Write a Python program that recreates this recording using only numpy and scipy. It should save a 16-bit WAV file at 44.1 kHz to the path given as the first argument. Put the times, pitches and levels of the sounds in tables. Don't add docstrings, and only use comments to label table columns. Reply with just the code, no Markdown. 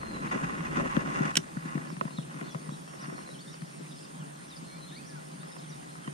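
import sys
import numpy as np
from scipy import signal
from scipy.fft import rfft, irfft, next_fast_len
from scipy.io import wavfile
from scipy.ndimage import uniform_filter1d, map_coordinates

SR = 44100
rng = np.random.default_rng(int(sys.argv[2]) if len(sys.argv) > 2 else 0)


def to_wav(s):
    ch = np.atleast_2d(s).T
    pcm = np.round(np.clip(ch, -1, 1) * 32767)
    wavfile.write(sys.argv[1], SR, pcm.astype(np.int16))


N = 270333

# [f/Hz, width of one pass/Hz, ports alike/dB, ports opposed/dB]
CASE_MODES = [(160.9, 64, -1, -28), (209.6, 134, -3, -9.5), (271.3, 102, -11, -10.5)]
STRAP_MODES = [(282, 230, -10, -21.5), (378.8, 33, -7.5, 7.5), (528, 145, -2, 1.5), (656, 27, -3, -9)]
SHELL_MODES = [(875, 256, -11, 0), (1070, 196, -5.5, 5.5), (1283, 200, -5, 4), (1414, 140, -4.5, -14),
               (1648, 226, -6.5, -19), (1914, 220, -10, 1.5), (2177, 210, -16, -14), (2512, 150, -8.5, -19),
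               (2735, 156, -9.5, -14), (3540, 280, -18, -33), (6400, 3200, -21, -20)]
RATTLE_MODES = [(1095, 320, -12, -4.5), (1806, 840, -18, -13), (2710, 370, -21.5, -44)]


def amp(db):
    return 10 ** (np.asarray(db) / 20)


def unit(x):
    return x / np.sqrt(np.mean(x ** 2) + 1e-20)


def along(points, hz):
    f, v = np.transpose(points)
    return np.interp(np.log(hz + 1), np.log(f + 1), v)


def curves(rows):
    s, *cols = np.transpose(rows)
    return [np.interp(np.arange(N) / SR, s, c) for c in cols]


def wobble(knots_per_s):
    knots = rng.standard_normal(int(N * knots_per_s / SR) + 4)
    return map_coordinates(knots, [np.arange(N) * knots_per_s / SR])


def filtered(x, response):
    m = next_fast_len(N + SR // 2)
    return irfft(rfft(x, m) * response(np.fft.rfftfreq(m, 1 / SR)), m)[..., :N]


def housing():
    alike, opposed = (drag() + bumps() + ticks()) / np.sqrt(2)
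    return np.array([alike + opposed, alike - opposed])


def drag():
    # [t/s, push level/dB, scrape level/dB]
    rub = [(0.0, -44.5, -48), (0.15, -40, -39.5), (0.2, -43.5, -44.5), (0.25, -36, -35.5),
           (0.28, -39.5, -40.5), (0.308, -49, -43), (0.316, -41, -32), (0.36, -29.5, -34),
           (0.385, -46, -38), (0.425, -35.5, -38.5), (0.443, -38, -32.5), (0.455, -42, -37.5),
           (0.53, -36.5, -39.5), (0.63, -41, -40), (0.665, -45, -36.5), (0.7, -39, -41.5),
           (0.77, -35.5, -31), (0.81, -32, -34), (0.83, -32.5, -43), (0.87, -36, -34), (0.885, -46, -38),
           (0.95, -35, -33.5), (1.05, -34.5, -36.5), (1.14, -38, -36), (1.2, -32, -35), (1.28, -35, -32.5),
           (1.33, -46.5, -43), (1.45, -49.5, -51.5), (1.62, -50, -49), (1.66, -45, -42.5), (1.87, -46, -45),
           (1.95, -50, -56), (2.08, -50, -50), (2.25, -49.5, -67), (2.31, -49, -48), (2.37, -45, -48),
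           (2.48, -45.5, -45), (2.52, -51.5, -56), (2.7, -48.5, -52), (2.82, -54, -58), (3.0, -49.5, -51),
           (3.04, -48, -42), (3.075, -52, -45), (3.1, -51, -46), (3.25, -49.5, -52), (3.4, -52.5, -61.5),
           (6.13, -53, -55)]
    strap_under_push_db, crackle_under_scrape_db = 8.5, 6
    fidget_db, fidget_knots_per_s = 0.96, 9.8
    snaps_per_s = 260
    push_db, scrape_db = curves(rub)
    strap_db = push_db - strap_under_push_db
    push_db, strap_db, scrape_db = (
        db + fidget_db * wobble(fidget_knots_per_s) for db in (push_db, strap_db, scrape_db))

    push = through(fibres(spread_db=1.8, clumps_per_s=40, tie=0.23), CASE_MODES)
    creak = through(fibres(spread_db=2.5, clumps_per_s=60, tie=0.29), STRAP_MODES)
    scrape = through(fibres(spread_db=2.7, clumps_per_s=150, tie=-0.022), SHELL_MODES)
    snaps = (rng.random(N) < snaps_per_s / SR) * rng.standard_normal((2, N))
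    crackle = through(snaps, RATTLE_MODES)

    touch = amp(push_db) * unit(push) + amp(strap_db) * unit(creak)
    touch = touch + amp(scrape_db) * unit(scrape)
    return touch + amp(scrape_db - crackle_under_scrape_db) * unit(crackle)


def fibres(spread_db, clumps_per_s, tie):
    grain_db = 2.2
    a, b = rng.standard_normal((2, N))
    size_db = spread_db * wobble(clumps_per_s) + grain_db * rng.exponential(size=N)
    return unit(np.array([a, tie * a + np.sqrt(1 - tie ** 2) * b]) * amp(size_db))


def bumps():
    # [t/s, case drive/dB, strap drive above it/dB, contact time/s, clipped below]
    hits = [(0.033, -37.5, -5, 0.0029), (0.356, -29.5, -4.5, 0.0017), (0.43, -15.5, -3, 0.0064),
            (0.774, -36, -9, 0.002), (0.782, -28, -5, 0.002), (0.795, -35, -1, 0.0016),
            (0.811, -25.5, -22, 0.0035), (0.839, -31, -8, 0.0015), (0.85, -29, -14, 0.002),
            (0.858, -34, -5, 0.0011), (0.865, -28, -22, 0.0029), (0.969, -15, -18, 0.002),
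            (1.204, -16, 2, 0.004), (1.25, -25, -27, 0.0022), (1.368, -26.5, -2.5, 0.0026),
            (1.385, -25.5, -22, 0.0046), (1.566, -18.5, -33, 0.0048), (1.653, -30, -19, 0.0026),
            (1.751, -19.5, -39, 0.003), (1.772, -25, -26, 0.0017), (1.838, -33, -21, 0.0034),
            (1.924, -31.5, -20, 0.0025), (1.967, -25, -31, 0.0053), (2.011, -29, -31, 0.004),
            (2.049, -19.5, -35, 0.0049), (2.181, -17, -11, 0.0054), (2.415, -34, -20, 0.00047),
            (2.459, -37, -7, 0.0024), (2.546, -15, -21, 0.0071), (2.683, -21.5, -33, 0.0059),
            (2.718, -30, -22, 0.0035), (3.079, -32, -4, 0.0029), (3.122, -35, -7, 0.0018),
            (3.145, -39, -10, 0.0023), (3.618, -25, -24, 0.0054), (3.803, -35.5, -10, 0.0022),
            (4.623, -31.5, -19, 0.0046), (6.075, -23.5, -24, 0.0039)]
    thumps, creaks = np.zeros((2, N + SR))
    t = np.arange(SR // 100) / SR
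    for s, db, above_db, contact_s in hits:
        blow = np.sin(np.pi * np.clip(t / np.clip(contact_s, .0005, .009), 0, 1)) ** 2
        blow = blow / blow.sum()
        here = slice(round(s * SR), round(s * SR) + len(t))
        thumps[here] += amp(db + 47.5) * blow
        creaks[here] += amp(db + above_db + 52.0) * blow
    return through(thumps[:N], CASE_MODES) + through(creaks[:N], STRAP_MODES)


def ticks():
    # [t/s, drive/dB, hardness/dB]
    taps = [(0.031, -27, 1), (0.095, -43, 1), (0.13, -40, 2), (0.25, -34, -2), (0.311, -32, -4),
            (0.326, -33, -6), (0.746, -30, -0.5), (0.798, -24, 3), (0.806, -28.5, -1.5), (0.841, -42, -7),
            (0.851, -37, -3), (0.858, -31, -1), (0.966, -14.5, -1), (1.075, -28.5, -1), (1.207, -32, -9),
            (1.569, -33, 2), (1.632, -44, -1), (1.755, -29, 1.5), (1.778, -28, 2.5), (1.902, -38, -1.5),
            (1.967, -36, -2), (2.011, -24.5, 4.5), (2.052, -35.5, -5), (2.078, -33, 1), (2.106, -34, 1),
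            (2.185, -35, -3), (2.312, -38, 2.5), (2.322, -45, 1), (2.343, -43, 5), (2.365, -44, 5),
            (2.411, -25.5, 2.5), (2.426, -33, 2.5), (2.546, -31, 3), (2.555, -37, 0), (2.617, -39, 0),
            (2.691, -36, -1.5), (2.876, -41, -3), (2.937, -38, -1.5), (2.974, -48, 0), (3.026, -42, 4),
            (3.042, -38.5, 2), (3.055, -39, 2), (3.06, -39, 1), (3.098, -35, 3.5), (3.128, -43, 5),
            (3.179, -31.5, 1.5), (3.189, -38, -1), (3.25, -53, 0), (3.289, -39, -1), (3.541, -37, -1),
            (3.619, -36.5, -1), (4.783, -39.5, -0.5), (5.431, -35.5, 2.5), (5.565, -35, 2.5),
            (5.954, -40, 0.5), (6.076, -26.5, 0)]
    soft_hz, strap_db, ring_db = 2460, -3.5, -6
    force = np.zeros((2, N + SR))
    t = np.arange(SR // 100) / SR
    grit = rng.standard_normal((len(taps), len(t))) * amp(-60 * t / 0.014)
    for k, ((s, db, hardness_db), scratch) in enumerate(zip(taps, grit)):
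        snap = signal.unit_impulse(len(t)) + 0.26 * scratch
        snap = snap + 2.95 * (amp(hardness_db) - 1) * np.gradient(snap)
        force[:, round(s * SR):][:, :len(t)] += amp(db + 35.5) * np.outer([1, (-1) ** k], snap)
    force = force[:, :N]
    soft = filtered(force, lambda f: 0.61 / (1 + 1j * f / soft_hz) ** 3)
    ring = amp(ring_db) * through(soft, SHELL_MODES)
    shake = amp(strap_db) * through(soft, STRAP_MODES)
    return through(force, RATTLE_MODES) + ring + shake


def through(force, modes):
    low_cut_hz, q, roll_off_hz = 143, 0.96, 6000

    def response(f):
        u = f / low_cut_hz
        low_cut = (1j * u) ** 2 / (1 + 1j * u / q - u ** 2)
        return resonant(modes, f) * low_cut ** 3 / (1 + 1j * f / roll_off_hz) ** 2

    return filtered(force, response)


def resonant(modes, f):
    total = 0
    for hz, width_hz, alike_db, opposed_db in modes:
        peak = 1j * f * width_hz / (hz * hz - f * f + 1j * f * width_hz)
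        total = total + amp([[alike_db], [opposed_db]]) * peak ** 2
    return total


def clutch():
    # [t/s, drive/dB, ring at 3.4-6.5 kHz above it/dB, treble and crack above it/dB]
    contacts = [(1.3551, -9.5, -9, -1), (1.3675, -7.5, -7, -3.5), (1.3699, -6, 6, 5), (1.3722, -12, 1, 5),
                (1.375, -8, -10, -6)]
    # [f/Hz, level/dB, twice the 60 dB decay time/s]
    reel = [(516, -10.5, 0.022), (1140, -21, 0.018), (1555, -10, 0.038), (1930, -8, 0.024),
            (2250, 2, 0.0089), (2720, -4, 0.019), (3000, 4.5, 0.018), (3660, 3, 0.011), (4220, 2.5, 0.0088),
            (5550, 10, 0.01), (6160, 4, 0.01), (7340, 3, 0.0082), (8100, -5, 0.016), (9200, -10.5, 0.015),
            (11100, -16, 0.0057), (12500, -33, 0.012)]
    # [f/Hz, left minus right/dB]
    reel_lean = [(700, -3), (1300, 8), (2400, -4), (7000, -1), (10000, -11), (15000, 1)]
    low_cut_hz = 457
    out, t = np.zeros((2, N)), np.arange(SR // 10) / SR
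    hz, level_db, twice_t60_s = np.transpose(reel)[..., None]
    for s, db, middle_db, treble_db in contacts:
        start = 2 * np.pi * rng.random(hz.shape)
        for port, turn in zip(out, (1, -1)):
            tilt_db = np.where(hz > 6500, treble_db, middle_db * (hz > 3400))
            tilt_db = tilt_db + rng.normal(0, 0.73, hz.shape)
            decay = amp(level_db + tilt_db - 60 * t / (.5 * twice_t60_s))
            ring = decay * np.sin(2 * np.pi * hz * t + start + 0.72 * turn)
            noise = uniform_filter1d(rng.standard_normal(len(t)), size=3)
            crack = 0.55 * amp(treble_db - 60 * t / 0.021) * noise
            attack = 1 - np.exp(-t / 0.00066)
            port[round(s * SR):][:len(t)] += amp(db - 7.5) * (ring.sum(0) + crack) * attack

    def radiation(f):
        return (1j * f / (low_cut_hz + 1j * f)) ** 2 * amp(along(reel_lean, f) / [[2], [-2]])

    out = filtered(out, radiation)
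    tail = amp(-60 * t / 0.15) * rng.standard_normal((2, len(t)))
    return out + amp(-20) * reverberated(out, tail)


def reverberated(x, tail):
    return signal.fftconvolve(x, tail / np.linalg.norm(tail[0]), axes=1)[:, :N]


def birds():
    # [top t/s, top f/Hz, rise/s, fall/s, drive/dB]
    arches = [ (1.902, 5780, .032, .033, -64), (2.507, 6120, .004, .028, -61),
              (3.018, 6000, .028, .032, -59), (3.522, 5900, .004, .028, -59),
              (4.011, 5650, .028, .024, -62), (4.488, 5900, .004, .03, -62), (4.562, 5250, .003, .018, -60),
              (5.078, 6140, .03, .034, -59), (5.692, 6170, .004, .03, -60)]
    # [start t/s, length/s, first f/Hz, middle f/Hz, last f/Hz, drive/dB]
    notes = [(0.0, 0.13, 4260, 4175, 4145, -64), (0.128, 0.04, 4145, 4060, 3970, -56.5),
             (0.172, 0.05, 4160, 4030, 4030, -67), (0.274, 0.04, 3450, 4500, 5100, -64),
             (2.124, 0.086, 4280, 4230, 4220, -66), (2.168, 0.021, 4000, 3850, 3650, -58),
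             (2.173, 0.038, 3610, 3460, 3330, -60.5), (2.202, 0.03, 3650, 3730, 3700, -68),
             (2.386, 0.025, 3450, 3330, 3200, -68), (2.223, 0.012, 2970, 2900, 2850, -61),
             (2.43, 0.048, 4100, 4280, 4530, -67), (2.475, 0.063, 3700, 3420, 3460, -63),
             (2.482, .02, 3980, 3960, 3940, -65), (2.705, 0.02, 3200, 3500, 3850, -63),
             (2.722, 0.026, 3950, 3794, 3870, -60), (2.726, 0.027, 4020, 4060, 4000, -66),
             (2.874, 0.02, 3250, 3160, 3050, -66), (3.012, 0.034, 5250, 4940, 4550, -65),
             (3.053, .035, 5480, 5500, 5480, -69), (3.608, .006, 4700, 4350, 4000, -60),
             (3.3, .06, 4150, 4130, 4150, -69), (2.87, 0.055, 2760, 2770, 3280, -67),
             (3.15, 0.14, 4300, 4170, 4160, -69.5), (3.26, 0.07, 4080, 3950, 3830, -64),
             (3.339, 0.027, 3500, 3090, 2970, -60.5), (3.387, 0.014, 3180, 3450, 3800, -59.5),
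             (3.404, 0.022, 4350, 4520, 4630, -58.5), (3.506, 0.03, 3850, 3870, 3700, -65),
             (3.475, 0.023, 3590, 3650, 3800, -58), (3.888, 0.045, 5020, 5040, 5100, -66),
             (3.942, .045, 5200, 5210, 5260, -63), (4.029, 0.03, 4950, 5000, 5150, -62),
             (3.905, 0.024, 3450, 3490, 3350, -62), (3.908, 0.022, 3900, 3780, 3650, -62),
             (3.945, 0.03, 4700, 4750, 4750, -70), (3.933, .022, 3850, 3800, 3750, -65),
             (4.044, .012, 4800, 4750, 4700, -64), (4.062, .014, 2800, 2720, 2700, -63),
             (4.045, 0.021, 3640, 3600, 3450, -63.5), (4.19, 0.049, 3310, 3060, 2360, -67),
             (4.499, .05, 4140, 3740, 3500, -60), (4.645, 0.16, 4190, 4190, 4130, -66),
             (4.803, 0.085, 4130, 4140, 4210, -63), (4.878, 0.04, 3600, 3390, 3330, -62),
             (4.724, .018, 3300, 3370, 3400, -67), (4.742, 0.025, 3580, 3590, 3560, -64.5),
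             (4.808, .05, 3950, 3930, 3920, -69), (4.897, .016, 3200, 3010, 2930, -60),
             (4.884, 0.053, 4010, 3594, 3900, -58), (4.943, 0.012, 3000, 3400, 3800, -64),
             (4.935, .038, 3850, 4150, 4700, -62), (4.972, .02, 4650, 4500, 4450, -64),
             (5.185, .03, 2030, 1930, 1800, -68), (5.377, 0.062, 3470, 3550, 4050, -70),
             (5.476, 0.108, 5150, 5185, 5170, -65.5), (5.584, .045, 5170, 5140, 5050, -70),
             (5.52, .015, 3850, 3750, 3700, -66), (5.579, 0.024, 5050, 4100, 3200, -64),
             (5.62, .035, 3900, 3750, 3600, -67), (5.635, .02, 3400, 3300, 3250, -66),
             (5.72, 0.023, 3960, 3800, 3680, -64), (5.89, .04, 4070, 4220, 4260, -71),
             (6.033, 0.065, 3340, 3080, 3260, -64)]
    # [start t/s, end t/s]
    peep_times = [(2.705, 2.806), (2.853, 2.98), (3.106, 3.236), (3.28, 3.408), (3.452, 3.58), (3.665, 3.8)]
    # [start t/s, length/s, first, middle, last f/Hz, level/dB, left minus right/dB]
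    low_notes = [ (1.662, .06, 2160, 2060, 1980, -59, 0), (1.837, .077, 1733, 1705, 1600, -57, 0),
                 (2.615, .07, 2200, 2050, 1880, -60, 0), (4.69, .105, 2250, 2290, 2450, -60, -6),
                 (4.922, .04, 1700, 1830, 1950, -59, -5), (4.961, .028, 2100, 2280, 2380, -53, -5),
                 (4.988, .025, 2450, 2530, 2600, -57, -5), (5.082, .075, 1740, 1710, 1590, -59, 10),
                 (5.156, .045, 1590, 1450, 1390, -55, 8)]
    peep_hz, peep_drive_db = 5500, -69
    trunk_db, echo_db = -17, 3

    song = whistle([arch(*row) for row in arches] + [glide(*row) for row in notes])
    peeps = whistle([[(a, peep_hz, peep_drive_db), (b, peep_hz, peep_drive_db)] for a, b in peep_times],
                    flutter_db=1.0, waver_hz=8.2)
    low = np.zeros((2, N))
    for *row, pan_db in low_notes:
        low += whistle([glide(*row)], flutter_db=1, waver_hz=5) * amp([[pan_db / 2], [-pan_db / 2]])

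    t = np.arange(SR // 3) / SR
    woods = amp(-60 * t / 0.46) * rng.standard_normal((2, len(t)))
    echo = reverberated(song[None], woods)
    flock = whistle(chatter(count=45, floor_db=-73, low_hz=2750, octaves=0.56))
    flock = reverberated(flock[None], woods)
    paths = signal.unit_impulse(SR // 30)
    paths[rng.integers(SR // 400, SR // 60, size=7)] = amp(trunk_db) * rng.standard_normal(size=7)
    song = signal.fftconvolve(song, paths / np.linalg.norm(paths))[:N]
    direct = amp(6.0) * ports(song, np.array([song, 0.34 * song]))
    return direct + amp(echo_db) * echo + flock + low + peeps * amp([[7], [5]])


def whistle(notes, flutter_db=2, waver_hz=18):
    song, waver = np.zeros(N), waver_hz * wobble(90)
    for note in notes:
        s, hz, db = np.transpose(note)
        t = np.arange(s[0], s[-1], 1 / SR)
        here = slice(round(s[0] * SR), round(s[0] * SR) + len(t))
        fade = np.clip(np.minimum(t - s[0], s[-1] - t) / 0.00087, 0, 1)
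        pitch_hz = np.interp(t, s, hz) + waver[here]
        tone = np.sin(2 * np.pi * np.cumsum(pitch_hz) / SR)
        song[here] += fade * amp(np.interp(t, s, db)) * tone
    return song * amp(flutter_db * wobble(60))


def arch(top_s, top_hz, rise_s, fall_s, db):
    slope_hz_per_s, edge_db = 53000, -3.5
    return [(top_s - rise_s, top_hz - slope_hz_per_s * rise_s, db + edge_db),
            (top_s, top_hz, db),
            (top_s + fall_s, top_hz - slope_hz_per_s * fall_s, db + edge_db)]


def glide(start_s, length_s, first_hz, middle_hz, last_hz, db):
    edge_db = -3
    u = np.linspace(-1, 1, num=9)
    bend_hz = (first_hz + last_hz) / 2 - middle_hz
    hz = middle_hz + (last_hz - first_hz) / 2 * u + bend_hz * u ** 2
    return np.transpose([start_s + length_s * (u + 1) / 2, hz, db + edge_db * u ** 4])


def chatter(count, floor_db, low_hz, octaves):
    start, pitch, bend, size, loud = rng.random((count, 5)).T
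    start_s = start * (N / SR - .1)
    end_s = start_s + 0.016 + 0.066 * size
    first_hz = low_hz * 2 ** (octaves * pitch)
    last_hz = first_hz * (0.94 + 0.31 * bend)
    level_db = floor_db + 7 * loud
    return [[(a, f, db), (b, g, db)]
            for a, b, f, g, db in zip(start_s, end_s, first_hz, last_hz, level_db)]


def ports(common, own):
    # [f/Hz, left leads/rad]
    lead = [(130, 0), (200, -.8), (480, -2.7), (1300, -3), (2300, -2.4), (3700, 0), (16000, 0)]
    # [f/Hz, share]
    shared = [(60, 0.68), (500, 1), (2000, 0.51), (3700, 0.66), (6000, 0.0084), (16000, 0.012)]

    def common_response(hz):
        left = np.exp(.5j * along(lead, hz))
        return np.sqrt(np.clip(along(shared, hz), 0, 1)) * np.array([left, 1 / left])

    def own_response(hz):
        return np.sqrt(1 - np.clip(along(shared, hz), 0, 1))

    return filtered(common, common_response) + filtered(own, own_response)


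def insects():
    # [t/s, drive/dB, depth of phrase gaps/dB]
    trill = [(0, -62.5, 2), (1.5, -63.5, 3), (2.6, -60, 11), (4, -58.5, 13), (6.13, -59, 13)]
    phrase_start_s, phrases_per_s = 4.062, 7.29
    far_db, slow_db = -70, -66.5
    db, gap_db = curves(trill)
    phrase = (np.arange(N) / SR - phrase_start_s) * phrases_per_s % 1
    hush = uniform_filter1d((phrase < .24) + .3 * (1 - phrase), size=500)
    near = amp(db - gap_db * hush + 0.96 * wobble(8.5)) * stridulation(
        pulses_per_s=127, carrier_hz=9103, glide_hz=950, sharp=0.56)
    behind = amp(far_db + 1.1 * wobble(7.3)) * stridulation(
        pulses_per_s=92, carrier_hz=8870, glide_hz=790, sharp=0.47)
    slow = amp(slow_db + 1.1 * wobble(1.41)) * stridulation(
        pulses_per_s=60, carrier_hz=8690, glide_hz=150, sharp=1.9)
    return (near + behind) * amp([[-11], [3]]) + slow * amp([[-6], [3]])


def stridulation(pulses_per_s, carrier_hz, glide_hz, sharp):
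    cycle = np.cumsum(pulses_per_s * (1 + .05 * wobble(25))) / SR % 1
    hz = carrier_hz + glide_hz * (.5 - cycle) + 40 * wobble(100)
    pulse = np.sin(np.pi * cycle) ** (2 * sharp)
    tone = np.sin(2 * np.pi * np.cumsum(hz) / SR)
    return unit(pulse * amp(0.98 * wobble(60)) * tone)


def air():
    # [f/Hz, relative level per Hz/dB]
    spectrum = [(30, -47), (95, -39.5), (150, 9.5), (240, -12), (400, -9.5), (800, -10), (1300, -13.5),
                (2200, -19), (4000, -24), (6500, -24), (8000, -25), (10000, -27.5), (12000, -35.5),
                (15000, -42)]
    # [f/Hz, left minus right/dB]
    haze_lean = [(5000, 0), (8500, -3), (13000, 0.5)]
    # [t/s, level/dB]
    swell = [(0.0, -51.5), (1.26, -58.5), (1.67, -68), (2.3, -71), (3.0, -74), (6.13, -73)]
    hiss_db, hiss_top_hz = -46, 15200

    z = signal.stft(rng.standard_normal((3, N)), nperseg=512)[2]
    patches = uniform_filter1d(rng.standard_normal(z.shape[1:]), 6, 0)
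    patches = uniform_filter1d(patches, 10, 1)
    noise = signal.istft(z * amp(1.72 * unit(patches)), nperseg=512)[1][:, :N]
    hiss = filtered(noise, lambda hz: amp(along(spectrum, hz)) * (hz < hiss_top_hz))
    hiss = amp(hiss_db) * unit(hiss)
    swamp = filtered(ports(hiss[0], hiss[1:]), lambda hz: amp(along(haze_lean, hz) / [[2], [-2]]))

    rumble_db, = curves(swell)
    rumble_db = rumble_db + 2.4 * wobble(4.2)
    rumble = filtered(rng.standard_normal((3, N)), lambda hz: (hz / 60) ** 1.7 / (1 + (hz / 70) ** 4))
    rumble = amp(rumble_db) * unit(rumble)
    return swamp + rumble[0] + 0.54 * rumble[1:]


def scene():
    return housing() + clutch() + birds() + insects() + air()


def record(dry):
    top_hz = 16500
    return filtered(dry, lambda hz: hz < top_hz)


dry = scene()
out = record(dry)
to_wav(out)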